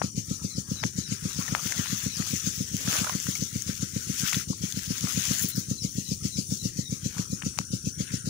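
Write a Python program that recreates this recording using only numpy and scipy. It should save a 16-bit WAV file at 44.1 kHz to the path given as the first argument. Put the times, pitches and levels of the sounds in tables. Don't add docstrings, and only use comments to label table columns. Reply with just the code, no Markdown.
import sys
import numpy as np
from scipy import signal
from scipy.fft import rfft, irfft, next_fast_len
from scipy.io import wavfile
from scipy.ndimage import uniform_filter1d, map_coordinates

SR = 44100
rng = np.random.default_rng(int(sys.argv[2]) if len(sys.argv) > 2 else 0)


def magnitude_from_level(level_db):
    exponent = np.asarray(level_db, float) / 20
    return 10 ** exponent


def to_wav(sig):
    pcm = np.clip(np.atleast_2d(sig), -1, 1) * 32767
    pcm = np.round(pcm).astype(np.int16)
    wavfile.write(sys.argv[1], SR, pcm.T)


N = 365588

# [t/s, rate/firings per s]
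ENGINE_SPEED = [(0, 7.396), (.829, 7.438), (1.658, 7.42), (2.487, 7.342), (3.316, 7.374), (4.145, 7.413),
                (4.974, 7.443), (5.803, 7.426), (6.632, 7.436), (7.461, 7.387), (8.29, 7.467)]
# [t/s, peak level/dB]
EXHAUST_LEVEL = [(0, -20.5), (2, -20.5), (3.3, -21), (5, -19.5), (7, -20), (8.29, -19.5)]
# [t/s, loss/dB]
FIRING_DIPS = [
    (1.662, -3.5),
    (4.237, -2.5),
    (4.775, -3.5),
    (7.604, -5.5),
]
# [delay/s, f/Hz, size, length/s]
BLOW = [
    (-.031, 190, -.17, .003),
    (-.027, 150, .2, .0037),
    (-.0146, 95, .09, .0056),
    (-.009, 160, .16, .0035),
    (-.0041, 320, .22, .0015),
    (0, 183, .97, .0037),
    (.0044, 210, -.27, .0012),
    (.0068, 185, .26, .0017),
    (.0136, 172, -.23, .0036),
    (.026, 205, .03, .0056),
]
# [delay/s, f/Hz, size, length/s]
PIPE_WALL = [
    (-.002, 501, 0.067, 0.0054),
    (0.012, 380, 0.0075, 0.045),
    (.004, 310, 0.048, 0.007),
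]
# [f/Hz, level/dB]
GAS_COLOUR = [(700, -3), (1200, -17.5), (2500, -5.5), (4200, -1), (7000, -2), (10000, -7), (15000, -11)]
# [f/Hz, level/dB]
RUMBLE_COLOUR = [(15, -62), (25, -22.5), (96, 1), (193, -5), (268, -9), (347, -14), (523, -21),
                 (559, -17.5), (650, -89), (840, -82.5), (1430, -120)]

# [hardest t/s, build-up/s, fizz level/dB, body over fizz/dB, body left-right/dB]
BLADE_STROKES = [(.77, 0.15, -51, -6.5, 11.5), (1.15, 0.33, -48, -4, 18), (1.43, 0.2, -38.5, -9, 26),
                 (1.66, 0.057, -32, -14, 17), (1.8, 0.24, -37, -7, 13.5), (1.98, 0.15, -34, -11, 14),
                 (2.31, 0.25, -35.5, -11, 19), (2.528, 0.19, -37, -13.5, 16),
                 (2.749, 0.083, -38.5, -11, 5.5), (2.97, 0.16, -29.5, -8, 1), (3.2, 0.2, -40, -7.5, 11),
                 (3.36, 0.26, -36.5, -16, 27), (3.74, 0.33, -39.5, -10.5, 31), (4.06, 0.21, -40, -10.5, 23),
                 (4.308, 0.17, -30, -11, 14), (4.88, 0.27, -38.5, -11, 44), (5.08, 0.14, -43, -18.5, 36),
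                 (5.24, 0.32, -31.5, -12.5, 37), (5.388, 0.16, -32.5, -13.5, 18),
                 (5.61, 0.32, -45, -10, 26), (6.05, 0.2, -44, -26, 11), (6.6, 0.34, -42.5, -21.5, 16),
                 (7.17, 0.21, -47, -6, 28), (8.14, 0.16, -54.5, 2.5, 15)]
# [hardest t/s, build-up/s, level/dB, left-right/dB]
STEM_THUMPS = [(0.02, 0.032, -49.5, 24), (.4, 0.056, -57, 7), (.72, 0.084, -53, 14.5), (1.3, 0.15, -57, 12),
               (1.44, 0.045, -44, 12), (1.56, 0.11, -43, 12.5), (1.76, 0.087, -45, 2),
               (2.0, 0.076, -50.5, 5), (2.21, 0.026, -44, 22), (2.88, .035, -52.5, -10),
               (2.98, 0.13, -37, -7.5), (3.08, 0.029, -40, -0.5), (4.3, 0.045, -54.5, 1.5),
               (4.52, 0.059, -72, 19), (5.07, 0.043, -42, 34), (5.28, 0.17, -52, 16),
               (7.19, 0.044, -47.5, 30)]
# [t/s, fizz level/dB]
GRASS_STIR = [(0, -56.5), (.3, -46), (.65, -52), (1.2, -49), (4.5, -50), (5.8, -49.5), (7.2, -49.5),
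              (7.45, -51.5), (8.29, -55)]
# [f/Hz, level/dB]
THUMP_COLOUR = [(250, -47), (650, -2), (900, -7.5), (1300, -4.5), (1700, -24)]
BODY_COLOUR = [(600, -5.5), (1000, -6), (1500, 1), (3500, -2), (5000, -19), (9000, -40)]
FIZZ_COLOUR = [(1500, -32.5), (3000, -5.5), (4500, -5.5), (8000, -4.5), (15000, -4.5)]
# [t/s, peak level/dB, left-right/dB, f/Hz, t60/s]
STEM_SNAPS = [(2.223, -30, 25, 1990, 0.012), (2.876, -21.5, -11, 1670, 0.0088),
              (3.067, -22, -24, 1100, 0.02), (3.0717, -20, -20.5, 1500, 0.018),
              (3.0952, -17, -31, 1150, 0.019), (3.354, -32.5, 26, 2270, 0.042),
              (4.285, -23.5, 12, 3240, 0.0093), (4.53, -36, 24, 1120, 0.021),
              (7.4238, -25.5, 36, 2610, 0.0059)]
# [t/s, peak level/dB, left-right/dB, f/Hz, t60/s]
TIP_FLICKS = [(1.48, -28.5, 43, 1800, 0.028), (1.722, -20.5, 13, 2200, 0.0087),
              (2.929, -16.5, -8, 2430, 0.0022), (2.951, -30, -7, 1700, .0074),
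              (3.044, -23, -27, 1260, 0.029), (3.268, -28, 14, 1520, 0.01), (4.326, -24.5, 13, 1430, 0.011),
              (4.33, -22, 10.5, 2270, 0.019), (4.345, -20.5, 5, 3500, 0.0084),
              (4.345, -26, 10, 1880, 0.011), (4.724, -28, 14, 3230, 0.0097), (4.792, -32, 19, 1690, 0.009),
              (5.071, -26.5, 29, 1230, 0.009), (7.182, -29.5, 27, 1490, 0.0081)]
# [t/s, peak level/dB, left-right/dB]
FIBRE_SPITS = [(1.5525, -25, 25), (1.6735, -19, 10), (1.6762, -22, 10), (1.7235, -23, 10), (2.544, -27, 11),
               (2.7675, -19, 8), (3.19, -29, 12), (3.201, -18, 12), (3.353, -21, 15), (3.4365, -25, 12),
               (3.622, -20, 12), (4.2725, -22, 12), (4.3145, -23, 12), (4.724, -23, 11), (4.7915, -23, 12),
               (4.834, -27, 11), (5.112, -25, 10), (7.586, -32, 30), (7.5882, -15, 30)]
# [t/s, peak level/dB]
LEAF_SQUEAKS = [(5.3944, -15), (5.4094, -16), (5.424, -11), (5.4321, -14.5), (5.4715, -27), (5.485, -11.5),
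                (5.5, -16), (5.5588, -21), (5.5754, -24), (5.5934, -21)]
# [t/s, peak level/dB, left-right/dB, f/Hz]
STEM_TAPS = [(.016, -29, 40, 1900), (.0171, -15, 45, 1500), (.0209, -22, 42, 3000), (.0215, -39, 40, 1500),
             (.832, -29, 38, 2000), (.8351, -26, 38, 1900), (.8377, -19.5, 40, 2700),
             (.8383, -14.5, 38, 4200), (.8388, -28, 40, 2600), (.8395, -26, 38, 1200),
             (1.54995, -11, 37, 2600), (1.5524, -25, 30, 4500), (1.5533, -26, 30, 4000),
             (1.5686, -31, 25, 1900), (1.6713, -25, 11, 4500), (1.8577, -32, 20, 2600),
             (1.8599, -24, 27, 3200), (1.87, -25, 15, 4000), (3.0945, -22, -29, 5000),
             (7.4186, -40, 36, 1900), (7.4197, -35, 33, 3200), (7.422, -29, 41, 3600),
             (7.4225, -27, 38, 3200), (7.4341, -32, 35, 2800), (7.5767, -31, 30, 3800),
             (7.5879, -16, 41, 2200), (7.5884, -16, 44, 4600), (7.614, -36, 23, 2800)]

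# [f/Hz, level/dB]
WATER_COLOUR = [(600, -10.5), (1200, -39), (2500, 1), (5000, -3.5), (9000, 21), (15000, -30)]
# [t/s, f/Hz, level/dB]
HOLLOW_NOTE = [(0, 1700, -84), (.5, 1872, -71.5), (1.2, 1510, -63), (3, 1552, -94), (6.5, 1916, -83),
               (6.85, 2000, -61.5), (7.05, 1480, -88.5), (7.2, 1338, -71), (7.4, 1390, -64),
               (7.7, 1518, -70.5), (7.85, 1547, -63), (8.0, 1516, -72.5), (8.1, 1543, -56.5),
               (8.29, 1480, -63.5)]
# [t/s, level/dB, f/Hz, second note level/dB]
BIRD_CHIRPS = [(0.5247, -46, 4080, 6.5), (0.783, -44.5, 3970, 4.5), (1.044, -46, 3990, 6.5),
               (1.325, -47, 3960, 6), (2.1206, -43.5, 4000, 6.5), (5.53, -44.5, 4100, 8.5),
               (5.7893, -47.5, 4070, 11), (6.0733, -45, 3990, 6.5), (6.3394, -44.5, 4000, 10),
               (6.6144, -45.5, 3990, 5.5), (6.8647, -46, 3820, -2)]
# [t/s, level/dB]
LOW_CHORUS = [(0, -52), (1.3, -53), (2.5, -48.5), (4.2, -53), (4.6, -56.5), (6, -52), (7, -54),
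              (7.6, -51.5), (7.75, -48), (8.29, -56.5)]
# [t/s, f/Hz, level/dB]
HIGH_CHORUS = [(0, 9170, -62), (1, 9120, -60.5), (1.4, 9280, -52.5), (3, 9300, -63), (4.2, 9220, -54),
               (5.3, 9300, -55), (6.1, 9080, -53.5), (6.55, 9500, -50), (6.8, 9200, -59),
               (7.45, 9370, -52.5), (8.29, 9280, -51.5)]

# [f/Hz, level/dB]
LEFT_MIC = [(400, -6), (750, -12), (1400, -1), (3900, -1), (5200, 4), (6300, 10), (7400, 4), (8200, -4),
            (10500, -4), (13900, -10), (14600, -1), (15600, 0)]
RIGHT_MIC = [(400, -1), (750, -14.5), (1300, -10), (4000, -4.5), (6500, 0), (8100, -9), (9500, 3.5),
             (11000, -1), (13000, -10), (13800, -13.5), (14800, -10), (15500, 6)]
# [f/Hz, share]
HUSH_SHARE = [(450, 0), (650, .6), (1300, .65), (2200, .65), (3200, .55), (4500, .15), (6000, 0)]


def engine():
    fire = firings()
    lag_s = .0007

    def both_ends(hz):
        turn = np.pi * hz * lag_s
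        return np.array([magnitude_from_level(4.0) * np.exp(-1j * turn), magnitude_from_level(1.23) * np.exp(1j * turn)])

    low = filtered(exhaust_thud(fire) + engine_rumble(fire), both_ends)
    return low + gas_puffs(fire) + pipe_note(fire)


def firings():
    first_s, scatter_db = .0457, 0.5
    (rate,), (level_db,) = curves(ENGINE_SPEED), curves(EXHAUST_LEVEL)
    cycles = np.cumsum(rate) / SR
    cycles_since_first = cycles - cycles[round(first_s * SR)]
    at = np.searchsorted(cycles_since_first, np.arange(cycles[-1] // 1 + 1))
    at = at[at < N]
    s = at / SR
    db = level_db[at] + scatter_db * rng.standard_normal(len(at))
    for dip_s, loss_db in FIRING_DIPS:
        db = db + loss_db * (abs(s - dip_s) < .5 / rate.mean())
    return np.transpose([s, db])


def uneven(fire):
    scatter_db = 2.5
    return fire + [0, scatter_db] * rng.standard_normal((len(fire), 1))


def blow_clock():
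    lead = 3000
    return (np.arange(9000) - lead) / SR, lead


def exhaust_thud(fire):
    t, lead = blow_clock()

    def burst(delay_s, hz, size, length_s):
        u = t - delay_s
        return size * np.cos(2 * np.pi * hz * u) * np.exp(-(u / length_s) ** 2)

    thud = train(fire, sum(burst(*row) for row in BLOW), lead)
    for row in PIPE_WALL:
        thud = thud + train(uneven(fire), burst(*row), lead)
    return thud


def engine_rumble(fire):
    t, lead = blow_clock()
    swell = magnitude_from_level(-61.0) + magnitude_from_level(-26.0) * train(fire, np.exp(-((t - .01) / 0.05) ** 2), lead)
    middle, side = filtered(rng.standard_normal((2, N)), lambda hz: magnitude_from_level(along(RUMBLE_COLOUR, hz)))
    return swell * unit(middle + 0.2 * np.array([side, -side]))


def gas_puffs(fire):
    t, lead = blow_clock()
    opened = np.clip(t + 0.028, 0, None)
    decay = magnitude_from_level(-60 * np.clip(opened - .035, 0, None) / 0.26)
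    puff = train(fire, (1 - np.exp(-opened / 0.009)) * decay, lead)
    flutter = magnitude_from_level(0.94 * wobble(40))
    return magnitude_from_level([[-11], [-22]]) * puff * flutter * heard(grit(0.84, rate=680), GAS_COLOUR)


def pipe_note(fire):
    t, lead = blow_clock()
    pulse = train(uneven(fire), np.exp(-((t - .002) / 0.012) ** 2), lead)
    return magnitude_from_level(-33.0) * pulse * narrow(1310, spread_rate=150)[0] * np.array([[1], [-.6]])


def grass():
    fizz_pan_db = 7
    fizz_rows = [(s, rise, db, fizz_pan_db) for s, rise, db, _, _ in BLADE_STROKES]
    body_rows = [(s, rise, db + over_db, pan_db) for s, rise, db, over_db, pan_db in BLADE_STROKES]
    stir = magnitude_from_level(curves(GRASS_STIR)[0])

    def resting(db, pan_db):
        return sides(db, pan_db)[:, None] * stir

    clumps = magnitude_from_level(1.5 * wobble(35))
    fizz_gain = strokes(fizz_rows, resting(0, fizz_pan_db))
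    body = strokes(body_rows, resting(-9.5, 23)) * heard(grit(2.1, rate=600), BODY_COLOUR)
    thumps = strokes(STEM_THUMPS, resting(-13.5, 4)) * heard(grit(4.0, rate=290), THUMP_COLOUR)
    fizz = fizz_gain * heard(grit(2.9, rate=900), FIZZ_COLOUR)
    cracks_per_s = 160
    cracks = (rng.random((2, N)) < cracks_per_s / SR) * rng.standard_normal((2, N))
    crackle = magnitude_from_level(-9) * fizz_gain * heard(cracks, FIZZ_COLOUR)
    return clumps * (body + thumps + fizz + crackle)


def strokes(rows, rest):
    let_go_s, let_go_share = 0.041, 0.37
    hop = 64
    t = np.arange(0, N, hop) / SR
    power = rest[:, ::hop] ** 2
    for s, rise, db, pan_db in rows:
        width = np.where(t < s, rise, let_go_s + let_go_share * rise)
        swell = np.exp(-((t - s) / width) ** 2)
        power = power + (sides(db, pan_db)[:, None] * swell) ** 2
    return np.array([np.interp(np.arange(N) / SR, t, np.sqrt(p)) for p in power])


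def ticks():
    spits = filtered(fibre_spits(), lambda hz: magnitude_from_level(along(LEFT_MIC[2:], hz) * .9 - 1))

    def casing(hz):
        return magnitude_from_level([along(LEFT_MIC[2:], hz) / 2, along(RIGHT_MIC[2:], hz) / 2])

    return filtered(stem_hits() + leaf_squeaks() + spits, casing)


def stem_hits():
    out, t = np.zeros((2, N + 900)), np.arange(900) / SR
    snap_scratch_db, flick_scratch_db = -13, -1.5
    hits = [(*row, snap_scratch_db) for row in STEM_SNAPS]
    hits += [(*row, flick_scratch_db) for row in TIP_FLICKS]
    for s, db, pan_db, hz, t60, scratch_db in hits:
        draw = rng.standard_normal(len(t))
        slips = np.cumsum(draw) * 0.17
        decay = magnitude_from_level(-60 * t / t60)
        onset = 1 - np.exp(-hz * t * np.clip(.016 / t60, 1, 8))
        ring = np.sin(2 * np.pi * hz * t + slips) * decay * onset
        rough = draw - np.roll(draw, shift=3)
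        scratch = magnitude_from_level(scratch_db - 10.0) * rough * (decay + 0.072 * magnitude_from_level(-60 * t / 0.034))
        place(out, s, sides(db + 3.5, pan_db)[:, None] * (ring + scratch))
    return out[:, :N]


def fibre_spits():
    out, t = np.zeros((2, N + 900)), np.arange(900) / SR
    t60 = .005
    for s, db, pan_db in FIBRE_SPITS:
        draw = rng.standard_normal(len(t))
        burst = (draw - np.roll(draw, 2)) / 2 * magnitude_from_level(-60 * t / t60)
        place(out, s, sides(db + 1, pan_db)[:, None] * burst)
    return out[:, :N]


def leaf_squeaks():
    out, t = np.zeros((2, N + 900)), np.arange(900) / SR
    for s, db in LEAF_SQUEAKS:
        thin = np.diff(rng.standard_normal(len(t)), n=3, prepend=[0] * 3) / 4
        place(out, s, sides(db - 9.5, 28)[:, None] * thin * magnitude_from_level(-60 * t / 0.078))
    return out[:, :N]


def taps():
    out, t = np.zeros((2, N + 400)), np.arange(400) / SR
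    sag = .9
    hardest, spread = .45, .65
    for s, db, pan_db, hz in STEM_TAPS:
        cycles = np.log1p(sag * hz * t) / sag
        push = np.sin(2 * np.pi * cycles) * np.exp(-((cycles - hardest) / spread) ** 2)
        place(out, s, sides(db + 1, pan_db)[:, None] * push)
    return out[:, :N]


def water():
    trickle = magnitude_from_level([[-47], [-55]]) * magnitude_from_level(1.8 * wobble(7.2)) * heard(grit(1.6, rate=450), WATER_COLOUR)
    hz, db = curves(HOLLOW_NOTE)
    db = db + 2 + 3 * wobble(14)
    return trickle + sides(db, 14 * np.ones(N)) * narrow(hz, spread_rate=380)


def bird():
    lead_s = .04
    out, t = np.zeros((2, N)), np.arange(6000) / SR - lead_s
    for s, db, hz, second_db in BIRD_CHIRPS:
        first = np.exp(-((t - .003) / 0.027) ** 2) * np.sin(2 * np.pi * hz * (t - 0.34 * t * t))
        u = t - .04
        falling = np.sin(2 * np.pi * 1.28 * hz * (u - 2.0 * u * u))
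        second = magnitude_from_level(second_db) * np.exp(-(u / 0.033) ** 2) * falling
        place(out, s - lead_s, magnitude_from_level(db) * np.array([first, second]))
    hoarse = np.array([[.6 + wobble(340), wobble(900)] for _ in "LR"])
    first_note = sides(0.78, 13.0)[:, None] * hoarse[:, 0] * out[0]
    second_note = sides(-0.33, 13)[:, None] * hoarse[:, 1] * out[1]
    return first_note + second_note


def insects():
    (low_db,), (high_hz, high_db) = curves(LOW_CHORUS), curves(HIGH_CHORUS)

    def pulses(rate):
        return 1 + .5 * np.sin(2 * np.pi * np.cumsum(rate + 4 * wobble(4.3)) / SR)

    low_gain = sides(low_db + 1.5 + 1.6 * wobble(12), 13 * np.ones(N))
    high_gain = sides(high_db - 3 + 1.5 * wobble(8), 3 * np.ones(N))
    low = low_gain * pulses(52) * narrow(5820, spread_rate=420)
    high = high_gain * pulses(57) * narrow(high_hz, spread_rate=260)
    return low + high


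def unit(x):
    return x / np.sqrt(np.mean(x ** 2, axis=-1, keepdims=True) + 1e-20)


def along(points, hz):
    f, v = np.transpose(points)
    return np.interp(np.log(hz + 1), np.log(f + 1), v)


def curves(rows):
    s, *cols = np.transpose(rows)
    return [np.interp(np.arange(N) / SR, s, c) for c in cols]


def wobble(rate):
    knots = rng.standard_normal(int(N * rate / SR) + 4)
    return map_coordinates(knots, [np.arange(N) * rate / SR])


def filtered(x, response):
    m = next_fast_len(N + 8192)
    return irfft(rfft(x, m) * response(np.fft.rfftfreq(m, 1 / SR)), m)[..., :N]


def heard(x, colour):
    def response(hz):
        mics = np.array([along(LEFT_MIC, hz), along(RIGHT_MIC, hz)])
        return magnitude_from_level(along(colour, hz) + mics)

    return unit(filtered(x, response))


def sides(db, pan_db):
    share = 1 / (1 + magnitude_from_level(-2 * pan_db))
    return 2 * magnitude_from_level(db) * np.sqrt([share, 1 - share])


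def grit(grain_db, rate):
    sizes = np.clip(rng.standard_normal((2, int(N * rate / SR) + 2)), -3, 2.2)
    grain = (np.arange(N) * rate / SR).astype(int)
    x = rng.standard_normal((2, N)) * magnitude_from_level(grain_db * sizes[:, grain])
    z = signal.stft(x, nperseg=512)[2]
    patches = uniform_filter1d(rng.standard_normal(z.shape[1:]), size=4, axis=0)
    patches = uniform_filter1d(patches, size=6, axis=1)
    return signal.istft(z * magnitude_from_level(3.0 * patches / patches.std()), nperseg=512)[1][:, :N]


def narrow(hz, spread_rate):
    phase = 2 * np.pi * np.cumsum(hz * np.ones(N)) / SR
    sine, cosine = np.sin(phase), np.cos(phase)
    return unit(np.array([wobble(spread_rate) * sine + wobble(spread_rate) * cosine for _ in "LR"]))


def train(rows, shape, lead):
    marks = np.bincount(np.round(rows[:, 0] * SR).astype(int), magnitude_from_level(rows[:, 1]), N)
    return signal.fftconvolve(marks, shape)[lead:lead + N]


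def place(out, s, sound):
    start = round(s * SR)
    out[:, start:start + sound.shape[1]] += sound


def hushed(x):
    memory_frames, deepest_db = 19, -12
    hz, _, z = signal.stft(x, SR, nperseg=1024, noverlap=768)
    power = np.abs(uniform_filter1d(np.abs(z) ** 2, size=memory_frames, axis=2)) + 1e-20
    floor = uniform_filter1d(np.percentile(power, 12, axis=2), size=9, axis=1)[..., None]
    gain = np.clip(1 - along(HUSH_SHARE, hz)[:, None] * floor / power, magnitude_from_level(deepest_db), 1)
    return signal.istft(z * gain, SR, nperseg=1024, noverlap=768)[1][:, :N]


def scene():
    return engine() + grass() + ticks() + taps() + water() + bird() + insects()


def low_pass(x):
    return signal.sosfilt(signal.butter(12, 16860, fs=SR, output="sos"), x)


def record(dry):
    low_hz, top_hz = 31.2, 15620
    ceiling = .7
    kept = filtered(dry, lambda hz: (hz < top_hz) / (1 + (low_hz / (hz + 1)) ** 3))
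    kept = hushed(kept)
    mix = kept / (1 + np.abs(kept / ceiling) ** 4) ** .25
    return low_pass(mix)


dry = scene()
out = record(dry)
to_wav(out)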